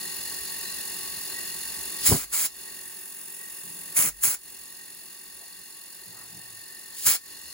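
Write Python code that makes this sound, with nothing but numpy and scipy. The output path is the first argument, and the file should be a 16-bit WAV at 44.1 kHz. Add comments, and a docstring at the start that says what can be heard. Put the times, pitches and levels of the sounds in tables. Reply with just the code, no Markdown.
"""Milling machine and air gun

A small mill drills aluminium at about 2700 rpm, close up, while a mist nozzle hisses past the tool.
The spindle rings the frame, the belt whine wavers, the flutes chatter and the axes hum as they move.
Five short blasts from an air gun clear the chips; the first buffets the microphone hardest.
The machine sounds fainter after each pair of blasts."""
import sys
import numpy as np
from scipy import signal
from scipy.fft import rfft, irfft
from scipy.io import wavfile

SR = 44100
rng = np.random.default_rng(int(sys.argv[2]) if len(sys.argv) > 2 else 0)


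def store_pcm(level_fs):
    """Save levels as 16-bit WAV."""
    pcm = np.round(np.clip(level_fs, -1, 1) * 32767).astype(np.int16)
    wavfile.write(sys.argv[1], SR, np.atleast_2d(pcm).T)


N = 332051
T = np.arange(N) / SR
FREQS = np.fft.rfftfreq(N, 1 / SR) + .001
SPINDLE_HZ = 44.97

# air gun blasts, relative levels: valve fully open t/s, hold/s, jet/dB, splash/dB, roar/dB, sag/(dB/s)
BLASTS = [ (2.063, .184, -16.7, -30.5, -34.8, 129), (2.333, 0.13, -26, -38.5, -41, 8),
          (3.969, 0.12, -19, -41.5, -35.5, 68), (4.237, 0.11, -19, -38.5, -37, 119),
          (7.066, 0.092, -17.5, -29.2, -33, 120), ]


def undb(db):
    """Decibels to gain."""
    return 10 ** (np.asarray(db) / 20)


def unit(x):
    """Scale to rms 1."""
    return x / np.sqrt(np.mean(x ** 2))


def over_hz(points):
    """Join (f/Hz, value) points on a log-frequency axis."""
    hz, value = np.transpose(points)
    return np.interp(np.log(FREQS), np.log(hz), value)


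def resonances(modes):
    """Gain per frequency of a body with modes (f/Hz, width/Hz, level/dB)."""
    powers = (undb(db) ** 2 / (1 + ((FREQS - hz) / (.75 * width)) ** 2) ** 2 for hz, width, db in modes)
    return np.sqrt(sum(powers))


def shape(x, gain):
    """Filter by a gain per frequency; rms 1."""
    return unit(irfft(rfft(x) * gain, N))


def noise():
    """White noise."""
    return rng.standard_normal(N)


def walk(rate):
    """Smooth random wander with spread 1; a higher rate makes it more restless."""
    path = signal.resample(rng.standard_normal(4096), 32768)
    return np.interp(24 * rate * T % 32768, np.arange(32768), path)


def tone(hz, drift, drift_rate):
    """A sine of rms 1 whose pitch strays by the share drift."""
    pitch_hz = hz * (1 + drift * walk(drift_rate))
    return np.sqrt(2) * np.sin(2 * np.pi * (np.cumsum(pitch_hz) / SR + rng.random()))


def swell(middle, half):
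    """A bell-shaped rise and fall, down to 1/e at half seconds from its middle."""
    return np.exp(-((T - middle) / half) ** 2)


def throb(turn, turn_db, flute_db):
    """Gain that swings once a spindle turn, and once more for each of the two flutes."""
    return undb(turn_db * np.cos(turn) + flute_db * np.cos(2 * turn))


def rough_spots(turn, spread):
    """The same rough spots in the bearings come round on every turn, never quite equally loud."""
    starts = np.diff(np.floor(turn / (2 * np.pi)), prepend=0) * (1 + spread * noise())
    one_turn = irfft(np.exp(2j * np.pi * rng.random(int(SR / SPINDLE_HZ / 2))))
    return unit(signal.fftconvolve(starts, one_turn)[:N])


def axes(ramp_s=0.039):
    """A moving axis hums unevenly while its slide rumbles and scrapes."""
    # slide scrapes: middle t/s, half length/s, f/Hz, width/Hz, level/dB
    scrapes = [(5.424, 0.033, 686, 200, -62), (6.197, 0.072, 1150, 900, -56.5), (6.33, 0.24, 820, 200, -65),
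               (6.362, 0.035, 270, 200, -56.5)]
    # axis motor moves: start t/s, end t/s, f/Hz, hum/dB, rumble/dB
    moves = [(3.642, 3.728, 180, -56.5, -61.5), (3.738, 3.963, 178, -62, -66),
             (6.074, 6.115, 176.6, -60, -66), (6.07, 6.62, 114.3, -65.5, -76),
             (6.3, 6.399, 179, -57.5, -77)]
    rumble = shape(noise(), 1 / (1 + (FREQS / 450) ** 4) / (1 + (90 / FREQS) ** 4))
    out = np.zeros(N)
    for middle, half, hz, width, db in scrapes:
        out += undb(db) * swell(middle, half) * shape(noise(), resonances([(hz, width, 0)]))
    for start, end, hz, hum_db, rumble_db in moves:
        moving = np.clip(np.minimum(T - start, end - T) / ramp_s + .5, 0, 1)
        hum = undb(hum_db + 3.3 * walk(22)) * tone(hz, drift=0.0595, drift_rate=32)
        out += moving * (hum + undb(rumble_db) * rumble)
    return out


def frame(turn):
    """The bearings rub and ring the frame; the motor adds steady tones."""
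    # resonances of head and table: f/Hz, width/Hz, relative level/dB
    modes = [(193, 68, -3), (295, 54, -7.5), (383, 77, -4), (540, 30, -17), (670, 240, -12.5),
             (880, 49, -14), (1118, 156, -6.5), (1583, 104, -5.5), (1836, 180, 1), (2096, 150, -8.5),
             (2630, 305, -6.5), (3580, 250, -5)]
    # motor and bearing tones: f/Hz, relative level/dB
    tones = [(178, -18), (377, -3.5), (402, -9.5), (538, -9), (667, -14), (802, -13), (867, -8.5),
             (903, -4.5), (947, -12.5), (1114, -5), (1560, -2.5), (1740, -13), (2730, 0), (2765, -0.5)]
    rub = noise() + undb(-2.5) * rough_spots(turn, spread=0.095)
    rub *= throb(turn, turn_db=-0.1, flute_db=0)
    ring = shape(rub, resonances(modes) / (1 + (40 / FREQS) ** 8))
    hum = sum(undb(db + 2.1 * walk(4.6)) * tone(hz, drift=0.00197, drift_rate=12) for hz, db in tones)
    return undb(1.5 + .5 * walk(16)) * ring + undb(-3.5) * unit(hum)


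def belt(turn, lap_hz=1.47):
    """The belt's whine rises and swells once a lap; the pulley's turn splits it into side tones."""
    lap = 2 * np.pi * lap_hz * (T - .04)
    tension = 0.613 * np.cos(lap) + 0.34 * np.cos(2 * lap)
    whine = tone(1845 + 30 * tension, drift=.0015, drift_rate=12)
    pulley = 1 + 1.5 * np.cos(turn + .5 * walk(4))
    surge = undb(2.2 * tension + 2 * walk(8))
    return undb(-2) * unit(whine * pulley * surge)


def mist(turn):
    """The turning tool chops the mist jet; the motor drive whistles thinly above it."""
    # hiss of the nozzle: f/Hz, relative level/dB
    spectrum = [(300, -28), (3100, -26), (5000, -17.3), (6400, -12.7), (7300, -7), (8500, -4), (9400, 0),
                (10400, -2), (11700, -9), (13500, -9), (14800, -4), (15700, -4.8), (16000, -12)]
    hiss = shape(noise(), undb(over_hz(spectrum)))
    chop = throb(turn, turn_db=2.7, flute_db=.6) * undb(.5 * walk(60))
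    whistle = tone(10345, drift=.0003, drift_rate=4) * undb(2 * walk(5))
    return undb(4) * hiss * chop + undb(-12.5) * whistle


def cutter(turn, sharpness=2.2):
    """The flutes scrape the work, and each bite sets the tool chattering for a few milliseconds."""
    # broad resonances of vice, work and tool: f/Hz, width/Hz, relative level/dB
    modes = [(66, 22, -1.5), (2760, 190, -19), (3620, 86, -6.5), (3940, 160, -9), (4280, 260, -5),
             (4490, 190, -7), (5470, 910, -6.3), (6980, 750, -3)]
    # tool chatter: f/Hz, relative level/dB, bursts per turn
    chatter_tones = [(1894, -7, 2), (2830, -9.5, 2), (4250, -2, 1), (4683, -5, 1)]
    scrape = shape(noise() * throb(turn, turn_db=2.5, flute_db=.8), resonances(modes))
    chatter = np.zeros(N)
    for hz, db, bursts in chatter_tones:
        bite = np.exp(sharpness / bursts ** 2 * np.cos(bursts * turn + 2 * np.pi * rng.random()))
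        chatter += undb(db + 0.73 * walk(12)) * unit(bite * tone(hz, drift=0.00094, drift_rate=10))
    return undb(-1) * scrape + undb(-4.5) * chatter


def squeals():
    """Now and then the tool's chatter swells at one pitch and dies away."""
    # tool squeals: middle t/s, half length/s, f/Hz, level/dB
    events = [(0.694, 0.08, 4060, -48), (0.75, 0.028, 1885, -51), (1.34, .03, 4210, -49.5),
              (1.387, 0.045, 1917, -46.5), (3.44, 0.063, 1900, -50), (4.817, 0.06, 1880, -56),
              (6.745, 0.55, 1811, -56)]
    return sum(undb(db) * swell(middle, half) * tone(hz, drift=0.00188, drift_rate=15)
               for middle, half, hz, db in events)


def buffet(corner_hz=225):
    """Eddies from the air gun thump the microphone and leave a low boom."""
    # gusts on the microphone: middle t/s, half length/s, level/dB
    gusts = [(2.099, 0.011, -27), (2.123, 0.0077, -13), (2.148, 0.02, -26.5), (3.99, 0.021, -41),
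             (4.063, 0.025, -39), (4.269, 0.024, -43.5), (7.08, 0.0064, -40.5)]
    # booms after a blast: t/s, f/Hz, level/dB, t60/s
    booms = [(2.13, 50.4, -48, 1), (4.089, 48.4, -50.5, 1)]
    eddies = shape(noise(), 1 / (1 + (FREQS / corner_hz) ** 2) / (1 + (60 / FREQS) ** 4))
    out = eddies * sum(undb(db) * swell(middle, half) for middle, half, db in gusts)
    for start, hz, db, t60 in booms:
        age = np.maximum(T - start, 0)
        out += undb(db - 60 * age / t60) * np.sin(2 * np.pi * hz * age)
    return out


def chips(per_s, spread_db):
    """Chips tick at random, a few of them hard; rms 1."""
    hit = rng.random(N) < per_s / SR
    return unit(hit * np.sign(noise()) * undb(spread_db * rng.random(N)))


def puff(start, hold, sag_db_per_s, open_db_per_s=1100, close_db_per_s=1100):
    """Gain of one spurt of air: it rises, sags while the valve is held, and is shut off."""
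    age = T - start
    attack_db = open_db_per_s * np.minimum(age, 0)
    sag_db = sag_db_per_s * np.clip(age, 0, hold)
    release_db = close_db_per_s * np.maximum(age - hold, 0)
    return undb(attack_db - sag_db - release_db)


def air_gun(echo_gain=0.18):
    """Each blast is a turbulent jet that splashes and roars on the work and throws chips about."""
    # the valve leaks as the trigger is first squeezed, relative levels: t/s, hold/s, jet/dB, splash/dB
    leaks = [(2.03, .022, -38, -39), (6.985, .067, -39.5, -48)]
    # colours of the bright jet, its splash and its lower roar: f/Hz, relative level/dB
    jet_spectrum = [(2000, -30), (4500, -22), (6300, -9), (7500, 0), (8400, -2), (9800, 0), (11400, -4),
                    (12000, -4), (13300, -9), (14300, -3), (14900, -5), (15600, 0)]
    splash_spectrum = [(1500, -19), (3100, -7), (4400, -1), (5400, -3), (7500, -11.5)]
    roar_spectrum = [(60, -39), (250, -9), (700, -9), (1400, -0.5), (2200, 2.5), (3100, -12), (6000, -18)]
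    # echo of the jet off the work: t/s, delay/s
    echo_delays = [(2.5, 0.00012), (3.98, 0.000086), (4.09, 0.00012), (4.22, 0.00011), (4.3, 0.00011),
                   (7.05, 0.00013)]
    jet_gain, splash_gain, roar_gain = np.zeros((3, N))
    for start, hold, jet_db, splash_db, roar_db, sag in BLASTS:
        jet_gain += undb(jet_db) * puff(start, hold, sag)
        splash_gain += undb(splash_db) * puff(start, hold, 0.83 * sag)
        roar_gain += undb(roar_db) * puff(start, hold, 0.62 * sag)
    for start, hold, jet_db, splash_db in leaks:
        leak = puff(start, hold, sag_db_per_s=0, open_db_per_s=260)
        jet_gain += undb(jet_db) * leak
        splash_gain += undb(splash_db) * leak
    ticks = .3 * chips(per_s=900, spread_db=9)
    jet = undb(5) * shape(noise() + ticks, undb(over_hz(jet_spectrum)))
    splash = undb(2.5) * shape(noise(), undb(over_hz(splash_spectrum)))
    roar = undb(1) * shape(noise(), undb(over_hz(roar_spectrum)))
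    air = (jet_gain * jet + splash_gain * splash + roar_gain * roar) * undb(walk(110))
    # the echo cuts a notch that sweeps as the nozzle moves
    delay_s = np.interp(T, *np.transpose(echo_delays))
    return air + echo_gain * np.interp(T - delay_s, T, air)


def dip(depth_db=-6.5, fall_s=.04, linger_s=0.052, recover_s=.085):
    """Level change in dB: the machine dips under each blast, stays down a moment and comes back."""
    dips = []
    for start, hold, *_ in BLASTS:
        corners_s = np.cumsum([-fall_s / 2, fall_s, hold + linger_s - fall_s / 2, recover_s])
        dips.append(np.interp(T - start, corners_s, [0, 1, 1, 0]))
    return depth_db * np.max(dips, axis=0)


def microphone_ports(x, t60=.11):
    """Two ports hear the sound at different phases, each with shifting scatter off the moving machine."""
    # phase between the ports: f/Hz, lead of left/rad
    phase = [(100, 0), (600, .6), (1100, .2), (1800, 1.8), (2400, .8), (3100, .1), (3600, 1.4), (4400, 1),
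             (5700, 1.9), (6700, .7), (7500, 1.3), (8300, 2.9), (8800, 3.3), (10300, 6.1), (11300, 6.5),
             (12200, 9.2), (13200, 9.6), (14300, 12.3), (16000, 13.0)]
    # balance of the ports: f/Hz, left minus right/dB
    balance = [(150, -0.5), (450, -1), (900, 0), (1300, 0), (2800, 3), (3500, -1), (4300, 3.5), (5400, 1.5),
               (6500, -3.5), (8000, -0.5)]
    # scatter against direct sound: f/Hz, level/dB
    scatter_spectrum = [(100, -12), (600, -4), (1500, -10.5), (5000, 2), (7500, -7.5), (8600, -47),
                        (10000, -1.5), (12700, -47), (15000, -12)]
    direct = rfft(x)
    left = np.exp(.5j * over_hz(phase)) * undb(over_hz(balance) / 2)
    right = 1 / left
    channels = []
    for port in (left, right):
        tail = noise() * undb(-60 * T / t60)
        reflections = rfft(tail / np.linalg.norm(tail)) * undb(over_hz(scatter_spectrum))
        shift_hz = 60 + 30 * walk(10)
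        shifting = np.sqrt(2) * np.sin(2 * np.pi * np.cumsum(shift_hz) / SR)
        scatter = rfft(x * shifting) * reflections
        channels.append(irfft(direct * port + np.abs(port) * scatter, N))
    return np.array(channels)


def scene():
    """The spindle's turn drives frame, belt, cutter and mist; squeals, air and axes come on top."""
    # fader of the running machine: t/s, level/dB
    fader = [(0, -39.5), (2.04, -39.5), (2.2, -45.5), (3.93, -43.5), (4.06, -47.5), (5.7, -49.5),
             (7.53, -48.5)]
    # how hard the tool bites, running almost free around 3.3 s: t/s, level/dB
    bite = [(0, 0.5), (2.65, -1.5), (3.2, -12), (3.9, -6.5), (4.45, -2.5), (6.8, -0.5), (7.53, 3)]
    level_db = np.interp(T, *np.transpose(fader))
    bite_db = np.interp(T, *np.transpose(bite))
    dip_db = dip()
    turn = 2 * np.pi * (np.cumsum(SPINDLE_HZ + .05 * walk(2)) / SR + .5)  # spindle angle/rad
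    drive = undb(level_db + dip_db - 9 + 0.24 * bite_db) * (frame(turn) + belt(turn))
    cut = undb(level_db + dip_db - 6 + bite_db) * cutter(turn - 1.5)
    spray = undb(level_db + 0.86 * dip_db) * mist(turn)
    return microphone_ports(drive + cut + spray + squeals() + air_gun() + axes() + buffet())


def record(dry):
    """A steep low-pass trims the very top of the hiss."""
    top_hz = 15900
    return signal.sosfilt(signal.ellip(12, .2, 90, top_hz, fs=SR, output="sos"), dry)


dry = scene()
out = record(dry)
store_pcm(out)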